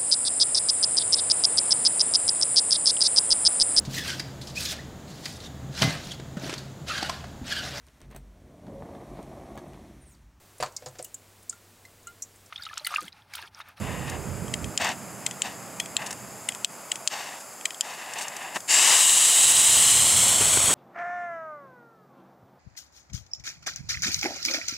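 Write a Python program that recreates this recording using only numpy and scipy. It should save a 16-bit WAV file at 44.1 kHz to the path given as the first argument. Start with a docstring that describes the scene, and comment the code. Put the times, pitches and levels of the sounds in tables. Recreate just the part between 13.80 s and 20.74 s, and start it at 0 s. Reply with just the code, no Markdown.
"""Lighting a firework fuse at night

A gas torch lighter is clicked six times at a fuse, close to a hand-held camera. Each press snaps
the piezo hammer, and all but one light a short, blowing flame; each release rattles the trigger back.
The fuse spits, catches and hisses while shoes scuff away over the soil. Wind brushes the microphone,
a far motor drones, and a limiter briefly turns everything down at each loud snap."""
import sys
import numpy as np
from scipy import signal
from scipy.fft import rfft, irfft, next_fast_len
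from scipy.io import wavfile
from scipy.ndimage import uniform_filter1d, minimum_filter1d, map_coordinates

SR = 44100
rng = np.random.default_rng(int(sys.argv[2]) if len(sys.argv) > 2 else 0)


def waveform_to_disk(signal):
    """Save audio, clipped to [-1, 1], as 16-bit WAV at the path in sys.argv[1]."""
    frames = np.transpose(np.atleast_2d(signal))
    scaled = np.clip(frames, -1, 1) * 32767
    samples = np.round(scaled).astype(np.int16)
    wavfile.write(sys.argv[1], SR, samples)


N = 306054
TIME = np.arange(N) / SR

# how loud the distant outdoor rush is (time [s], level [dB])
NIGHT_LEVELS = [(0, -42.5), (1.3, -44.5), (3.0, -45), (4.8, -48), (6.94, -33)]
# its tone colour: how strong each pitch is (frequency [Hz], gain [dB])
NIGHT_COLOUR = [(130, -16), (300, -10), (450, -9), (640, -2), (850, -4.5), (1300, -6.5), (1830, -11.5),
                (2500, -13), (3200, -19.5), (4000, -25)]
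# bands of the camera's own thin hiss (frequency [Hz], width [Hz], gain [dB])
HISS_BANDS = [(4970, 610, -3), (6630, 470, 1), (7460, 550, 4.5), (8750, 790, -7), (9770, 800, -1.5),
              (11600, 1000, -6), (14100, 1200, -11.5), (15600, 500, -18)]
# how loud the far hum sounds: it sinks, then swells again with the outdoor rush (time [s], level [dB])
MOTOR_LEVELS = [(.8, -39.5), (1.3, -45), (2.45, -47), (3.0, -56.5), (4.0, -62.5), (4.8, -57.5),
                (6.94, -45.5)]
# the far motor's rumble (frequency [Hz], gain [dB])
MOTOR_COLOUR = [(60, -13), (125, -1), (210, 1), (330, -7), (550, -8.5)]
# its humming tones (frequency [Hz], relative level [dB])
MOTOR_TONES = [(128, -11), (198, -9), (592, -18), (785, -22)]
# gusts on the microphone (start [s], end [s], relative level [dB], rise [s], fall [s])
GUSTS = [(0, 0.683, -34, .01, 0.11), (0.803, 0.866, -34, 0.029, 0.025), (.97, 1.1, -47, .04, .03),
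         (5.43, 6.94, -36.5, 0.82, .1)]
# their low rumble (frequency [Hz], gain [dB])
WIND_COLOUR = [(22, -25), (42, -9), (85, 4.5), (130, 2), (200, -3), (300, -10), (520, -11)]
# shoes scuff on dry soil (time [s], relative level [dB], length [s])
SCUFFS = [(6.607, -21.5, 0.03), (6.771, -11, 0.0082), (6.891, -21, 0.046)]
# their dull tone (frequency [Hz], gain [dB])
SCUFF_COLOUR = [(100, -19), (220, -5), (370, 3.5), (700, -7), (1400, -1), (2500, -12)]

# nearest echo of flame and fuse (time [s], lag [ms], strength [share], treble kept [share])
NEAR_ECHO = [(4.85, 1.085, .44, .6), (5.03, 1.035, .42, .2), (5.7, 1.025, .32, 0), (6.0, .99, .34, .6),
             (6.55, .926, .32, .6), (6.94, .878, .5, .9)]
# the stretches when the gas burns
# (start [s], end [s], level [dB], treble relative to that [dB], fading [dB/s])
BURNS = [(0, 0.361, -40, -20, -0.5), (0.979, 1.116, -27, -7.5, 11), (1.623, 1.74, -31, -4.5, 143),
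         (2.166, 2.33, -34.5, -20, 55), (3.289, 3.59, -33.5, -1, 42), (4.008, 4.74, -41.5, -5, -1.5)]
# the blowing gas flame (frequency [Hz], gain [dB])
FLAME_COLOUR = [(200, -19), (430, -8), (750, -1.5), (1350, -7), (1900, -4), (2850, -5), (3700, -9.5),
                (5000, -9), (7600, -10), (9000, -13.5), (10500, -68), (13500, -17), (15800, -34)]
# the flame flares where it meets the fuse (time [s], level [dB], length [s])
FLARES = [(.275, -43.5, 0.035), (2.218, -41, 0.018), (3.468, -42, 0.025), (4.355, -41, .13),
          (4.55, -52, 0.16)]
# powder spits as the flame licks the fuse (time [s], relative level [dB], length [s])
SPITS = [(.296, -21, 0.0096), (1.015, -17, 0.0077), (1.044, -15, 0.0076), (1.090, -15, 0.0035),
         (2.261, -20, 0.02), (2.306, -17.5, 0.012), (2.326, -20.5, 0.01), (3.600, -31, 0.03),
         (4.335, -19.5, 0.0081), (4.381, -21.5, 0.027), (4.407, -20.5, 0.044), (4.481, -20, 0.01),
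         (4.565, -17.5, 0.0082), (4.624, -31, 0.017), (4.744, -24.5, 0.052), (4.804, -24, 0.0055)]
# the fuse tip puffs before it catches (time [s], relative level [dB], length [s])
PUFFS = [(4.746, -24.5, 0.042), (4.757, -16.5, 0.021)]

# the burning fuse's high hiss (frequency [Hz], gain [dB])
FUSE_COLOUR = [(1500, -69), (2450, -13.5), (2950, -5.5), (3400, -8), (4000, -7.5), (4700, -15), (6000, -9),
               (7000, -2), (7750, 3), (8800, -3.5), (10500, -15.5), (12700, -28), (15800, -32)]
# its lower roar (frequency [Hz], gain [dB])
ROAR_COLOUR = [(150, -27.5), (400, -7), (800, -1.5), (1200, -1.5), (1900, 0.5), (2700, 1.5), (4000, -3.5),
               (5000, -1.5), (6500, -1.5), (9000, -32)]
# the burn falters (time [s], depth [dB], half-width [s])
SPUTTERS = [(5.735, 2, .018), (6.31, 1, .04), (6.57, 1.4, 0.042)]
# where the fuse lies as the camera swings round (time [s], left minus right [dB])
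FUSE_PAN = [(5.13, 2.5), (5.65, -.5), (6.45, -0.2), (6.75, 0.7)]

# the tones the lighter's body rings with
# (frequency [Hz], time to fade 60 dB [s], gain for the hammer [dB], gain for the trigger [dB])
BODY_TONES = [(1950, 0.016, -24, -9), (2500, 0.011, -8, -4), (3148, 0.012, 1, -1.5),
              (3330, 0.1, -32, -25.5), (3560, 0.011, -9.5, -13), (4330, 0.008, -8, -21),
              (5070, 0.012, -3.5, -12), (5760, 0.0091, -8, -10), (6430, 0.0071, -3, -3),
              (7160, 0.02, -2.5, -10), (7890, 0.0077, 3, 3), (8700, 0.01, -24, -6.5),
              (9200, 0.0045, -9, -3), (11200, 0.0062, -29, -23), (13300, .008, -38, -31)]
# the piezo hammer snaps (time [s], level [dB])
SNAPS = [(0.9763, 2.5), (1.6197, 0.5), (2.167, 2.5), (2.8464, 5.5), (3.2754, 6), (4.0091, 2)]
# the trigger springs back (time [s], level [dB])
RELEASES = [(0.739, -8.5), (1.4635, -6), (1.9996, -7.5), (2.688, -6), (3.117, -5.5), (3.8548, -5)]
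# the trigger settles under the thumb (time [s], level [dB])
TICKS = [(0.679, -26), (0.8416, -19), (1.509, -17.5), (2.057, -21.5), (2.7195, -22), (2.747, -19.5),
         (3.155, -16.5), (3.809, -25), (3.9045, -18.5), (3.943, -23)]

# the two microphone openings are shaded differently (frequency [Hz], left minus right [dB])
MIC_BALANCE = [(200, -5), (550, -3.5), (1100, 0), (3100, -0.44), (4200, 1.5), (5500, 3), (6600, 1.5),
               (7700, 0), (9800, 0.5), (13000, 0)]


def undb(db):
    """Turn decibels into a number to multiply by."""
    return 10 ** (np.asarray(db) / 20)


def unit(x):
    """Scale to an average strength (rms) of 1."""
    return x / np.sqrt(np.mean(x ** 2) + 1e-18)


def since(s):
    """Seconds gone by since time s; 0 before it."""
    return np.maximum(TIME - s, 0)


def ramp(s, length_s):
    """Rise from 0 to 1, starting at time s."""
    return np.minimum(since(s) / length_s, 1)


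def curves(rows):
    """Join a table's points into one line through time per column."""
    s, *columns = np.transpose(rows)
    return [np.interp(TIME, s, column) for column in columns]


def shape(x, gain):
    """Turn each frequency up or down by gain(frequency)."""
    size = next_fast_len(len(x) + 1024)
    hz = np.arange(size // 2 + 1) * SR / size + 1e-3
    return irfft(rfft(x, size) * gain(hz), size)[:len(x)]


def colour(x, points):
    """Give x a tone colour (frequency [Hz], gain [dB]), falling 24 dB an octave past its ends; rms 1."""
    hz, db = np.transpose(points)
    octave = np.log2(hz)
    beyond = lambda o: abs(o - np.clip(o, octave[0], octave[-1]))
    return unit(shape(x, lambda f: undb(np.interp(np.log2(f), octave, db) - 24 * beyond(np.log2(f)))))


def noise():
    """Plain white noise."""
    return rng.standard_normal(N)


def wander(rate):
    """Glide to a new random value rate times a second; typical size 1."""
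    step = max(int(SR / rate), 1)
    return 1.2 * uniform_filter1d(noise()[np.arange(N) // step], step)


def grains(rate, spread_db):
    """About rate tiny pops a second, a few far larger than the rest."""
    pops = (rng.random(N) < rate / SR) * np.sign(noise())
    return unit(pops * undb(spread_db * np.minimum(rng.exponential(size=N), 5)))


def bursts(rows):
    """A loudness curve of short bursts that rise fast and fall slower."""
    return sum(undb(db) * np.sin(np.pi * np.sqrt(ramp(s, length))) for s, db, length in rows)


def add(track, s, sound):
    """Mix a sound in at time s."""
    start = int(s * SR)
    track[start:start + len(sound)] += sound[:N - start]


def delay(x, ms):
    """Delay by a steady or moving lag."""
    return map_coordinates(x, [np.arange(N) - ms * SR / 1000], order=3)


def pan(x, left_db):
    """Make the left side louder than the right by left_db."""
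    return np.array([x * undb(left_db / 2), x * undb(-left_db / 2)])


def widen(x):
    """Send x to left and right with opposite signs, which sounds wide."""
    return np.array([x, -x])


def background(hiss_db=-45.5):
    """A far, slowly wavering rush under the camera's own thin hiss."""
    def hiss_gain(f):
        return np.sqrt(sum(undb(2 * db) / (1 + ((f - hz) / width * 1.36) ** 2) ** 2
                           for hz, width, db in HISS_BANDS))

    rush_db, = curves(NIGHT_LEVELS)
    rush = undb(rush_db + 0.28 * wander(2.1)) * colour(noise(), NIGHT_COLOUR)
    hiss = undb(hiss_db) * unit(shape(noise(), hiss_gain))
    wide_rush = undb(rush_db - 38) * colour(noise(), NIGHT_COLOUR)
    wide_hiss = undb(hiss_db - 20) * unit(shape(noise(), hiss_gain))
    return pan(rush, -0.93) + pan(hiss, 1.1) + widen(wide_rush + wide_hiss)


def motor():
    """A far motor on the right: a dull rumble and faint tones that waver with its speed."""
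    level_db, = curves(MOTOR_LEVELS)
    speed = 1 + .009 * wander(25)
    hum = sum(undb(db) * (.7 + .6 * wander(14)) * np.sin(2 * np.pi * np.cumsum(hz * speed) / SR)
              for hz, db in MOTOR_TONES)
    rumble = undb(-1.35) * colour(noise(), MOTOR_COLOUR)
    return pan(undb(level_db) * (rumble + hum), -2.1)


def wind():
    """Low gusts swell, hold and die away; they hit the right microphone opening harder."""
    gust = sum(undb(db) * ramp(start, rise) * np.exp(-since(end) / fall)
               for start, end, db, rise, fall in GUSTS)
    rumble = undb(-4.5 + 0.92 * wander(18)) * colour(noise(), WIND_COLOUR)
    swirls = undb(-23) * colour(noise(), WIND_COLOUR)
    return gust * (pan(rumble, -6.5) + widen(swirls))


def shoes():
    """Shoes backing away scrape dull, gritty scuffs from the soil."""
    grit = colour(grains(rate=3100, spread_db=2.27), SCUFF_COLOUR)
    return pan(undb(-8) * bursts(SCUFFS) * grit, -1.2)


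def reflect(x):
    """A near echo boosts some pitches and weakens others; they rise as the camera backs away."""
    treble_from_hz = 5960
    lag_ms, share, treble_kept = curves(NEAR_ECHO)
    echo = delay(x, lag_ms)
    dull = shape(echo, lambda f: 1 / (1 + (f / treble_from_hz) ** 2))
    softened = dull + treble_kept * (echo - dull)
    return (x + share * softened) / np.sqrt(1 + share ** 2)


def flame(rise_s=0.028, fall_s=.012, dulling_db_per_s=22):
    """The gas jet flutters and dulls as it settles; where it licks the fuse, powder spits and puffs."""
    low_level = bursts(FLARES)
    treble_level = undb(-7) * low_level
    for start, end, db, treble_db, fade_db_per_s in BURNS:
        burn = ramp(start, rise_s) * undb(db - fade_db_per_s * since(start))
        burn *= np.exp(-since(end) / fall_s)
        low_level += burn
        treble_level += burn * undb(treble_db - dulling_db_per_s * since(start))
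    jet = colour(noise(), FLAME_COLOUR) * undb(1.56 * wander(130))
    low = shape(jet, lambda f: 1 / (1 + (f / 3400) ** 6))
    gas = low_level * unit(low) + treble_level * unit(jet - low)
    breath = colour(noise(), [(200, -5), (700, 7.5), (2800, 0), (4500, -10), (7500, -14), (11000, -22)])
    puffs = undb(-10.5) * bursts(PUFFS) * breath
    crackle = colour(grains(rate=9000, spread_db=3.8), [
        (1500, 2), (3000, -3), (5000, -0.5), (7500, 6.5), (9700, -1), (12000, -11), (15500, -16)])
    spits = undb(-12) * bursts(SPITS) * crackle
    return pan(reflect(gas + puffs + spits), 2.1)


def fuse(catch_s=4.874, warm_up_s=.35, far_from_s=5.96):
    """Gas from burning powder jets out of the fuse in fast uneven surges, thick with sparks."""
    alight = ramp(catch_s, 0.043)
    cold = np.exp(-since(catch_s) / warm_up_s)
    falter_db = sum(depth * np.exp(-((TIME - s) / width) ** 2) for s, depth, width in SPUTTERS)
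    # the jet starts weak, takes hold, then fades once the camera is well away
    hiss_db = -17 - 3 * cold - 4 * since(far_from_s) - falter_db
    surge = undb(hiss_db + 0.48 * wander(400) + .5 * wander(60))
    sparks = undb(-11) * grains(rate=2500, spread_db=2.2)
    hiss = colour(noise() + sparks, FUSE_COLOUR)
    # its pitch climbs a little as it warms up
    cold_pitch, hot_pitch = 0.96, 1.012
    pitch = hot_pitch + (cold_pitch - hot_pitch) * cold
    hiss = map_coordinates(hiss, [np.cumsum(pitch)], order=5, mode="wrap")
    core = shape(hiss, lambda f: 1 / (1 + (f / 10200) ** 16))
    sizzle = undb(-13 - 0.5 * since(far_from_s)) * unit(hiss - core)  # the very top fades first
    # the fuse's head roars as it flares up; the cord behind it burns more quietly
    head_db, cord_db, head_burnt_s = -3, -11.5, 5.13
    roar_db = head_db + (cord_db - head_db) * ramp(head_burnt_s, 0.12)
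    roar = undb(roar_db) * colour(noise(), ROAR_COLOUR)
    jet = reflect(alight * surge * (core + sizzle + roar))
    # the hand throws back the first hiss as it is pulled away
    hand_share = .4 * (1 - ramp(catch_s, .22))
    jet += hand_share * delay(jet, ms=.44 - .55 * since(catch_s))
    # rough ground scatters a little hiss differently to each side
    scatter = alight * undb(hiss_db - 26) * colour(noise(), FUSE_COLOUR)
    left_db, = curves(FUSE_PAN)
    return pan(jet, left_db) + widen(scatter)


def strike(tone_db, contacts, crack_db, tail_db, push_s, tail_s=0.036, scatter_db=3):
    """A blow makes the lighter ring and crack once for each contact (time [s], level [dB])."""
    t = np.arange(4096) / SR
    fade = lambda seconds: np.exp(-np.log(1000) * t / seconds)  # down 60 dB in that time
    hz, ring_s = np.transpose(BODY_TONES)[:2, :, None]
    detune, strength = rng.standard_normal((2, len(BODY_TONES), 1))
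    direction = (-1) ** np.arange(len(BODY_TONES))[:, None]  # neighbouring tones swing opposite ways
    tones = direction * np.sin(2 * np.pi * hz * (1 + 0.01 * detune) * t)
    ring = (undb(tone_db[:, None] + scatter_db * strength) * fade(ring_s) * tones).sum(0)
    rough = colour(rng.standard_normal(len(t)), [
        (1800, -9), (3200, 2), (5000, -6), (7600, 1), (9800, -8), (11500, -16), (15500, -21)])
    crack = rough * (undb(crack_db) * fade(0.0039) + undb(tail_db) * fade(tail_s))
    # plastic gives a little, so the force builds up over a short push
    blow = (ring + crack) * (1 - np.exp(-(t / push_s) ** 2))
    click = np.zeros(len(t))
    for s, db in contacts:
        lag = int(s * SR * rng.uniform(.9, 1.1))
        click[lag:] += undb(db) * blow[:len(t) - lag]
    return click / np.sqrt(np.sum(click ** 2) / (SR * 0.0002))  # equal energy for every blow


def lighter():
    """Hard hammer snaps, rattling trigger returns and small ticks, each with a faint near echo."""
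    hammer_db, trigger_db = np.transpose(BODY_TONES)[2:]
    clicks = np.zeros(N)
    for s, db in SNAPS:
        snap = strike(hammer_db, [(0, 0)], crack_db=3, tail_db=-17, push_s=.00012)
        add(clicks, s, undb(db) * snap)
    # the trigger grazes its guide just before it hits the stop and bounces
    bounces = [(0, -17), (.002, -4), (.0028, 0), (.0044, -4)]
    for s, db in RELEASES:
        rattle = strike(trigger_db, bounces, crack_db=4, tail_db=-15, push_s=.0003)
        add(clicks, s - .002, undb(db) * rattle)
    for s, db in TICKS:
        tick = strike(trigger_db, [(0.0016, 0)], crack_db=5, tail_db=-17, push_s=0.00092)
        add(clicks, s, undb(db) * tick)
    echo = undb(-21) * delay(clicks, ms=6.8)
    return pan(clicks + echo, 2.8)


def scene():
    """Add all the sounds together in stereo."""
    return lighter() + flame() + fuse() + shoes() + wind() + motor() + background()


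def limit(x, ceiling_db, release_db_per_s):
    """A limiter turns the volume down just ahead of a loud peak, then steadily back up."""
    over_db = np.maximum(20 * np.log10(abs(x).max(0) + 1e-9) - ceiling_db, 0)
    climb_db = release_db_per_s * TIME
    cut_db = np.maximum.accumulate(over_db + climb_db) - climb_db
    return x * uniform_filter1d(minimum_filter1d(undb(-cut_db), size=65), size=65)


def record(dry):
    """The microphone openings colour each side; the camera limits peaks and cuts the highest treble."""
    hz, db = np.transpose(MIC_BALANCE)
    left_db = lambda f: np.interp(np.log(f), np.log(hz), db)
    left = shape(dry[0], lambda f: undb(left_db(f) / 2))
    right = shape(dry[1], lambda f: undb(-left_db(f) / 2))
    limited = limit(np.array([left, right]), ceiling_db=-3.5, release_db_per_s=175)
    treble_cut = signal.ellip(12, .2, 80, 15750, fs=SR, output="sos")
    return signal.sosfilt(treble_cut, limited)


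dry = scene()
out = record(dry)
waveform_to_disk(out)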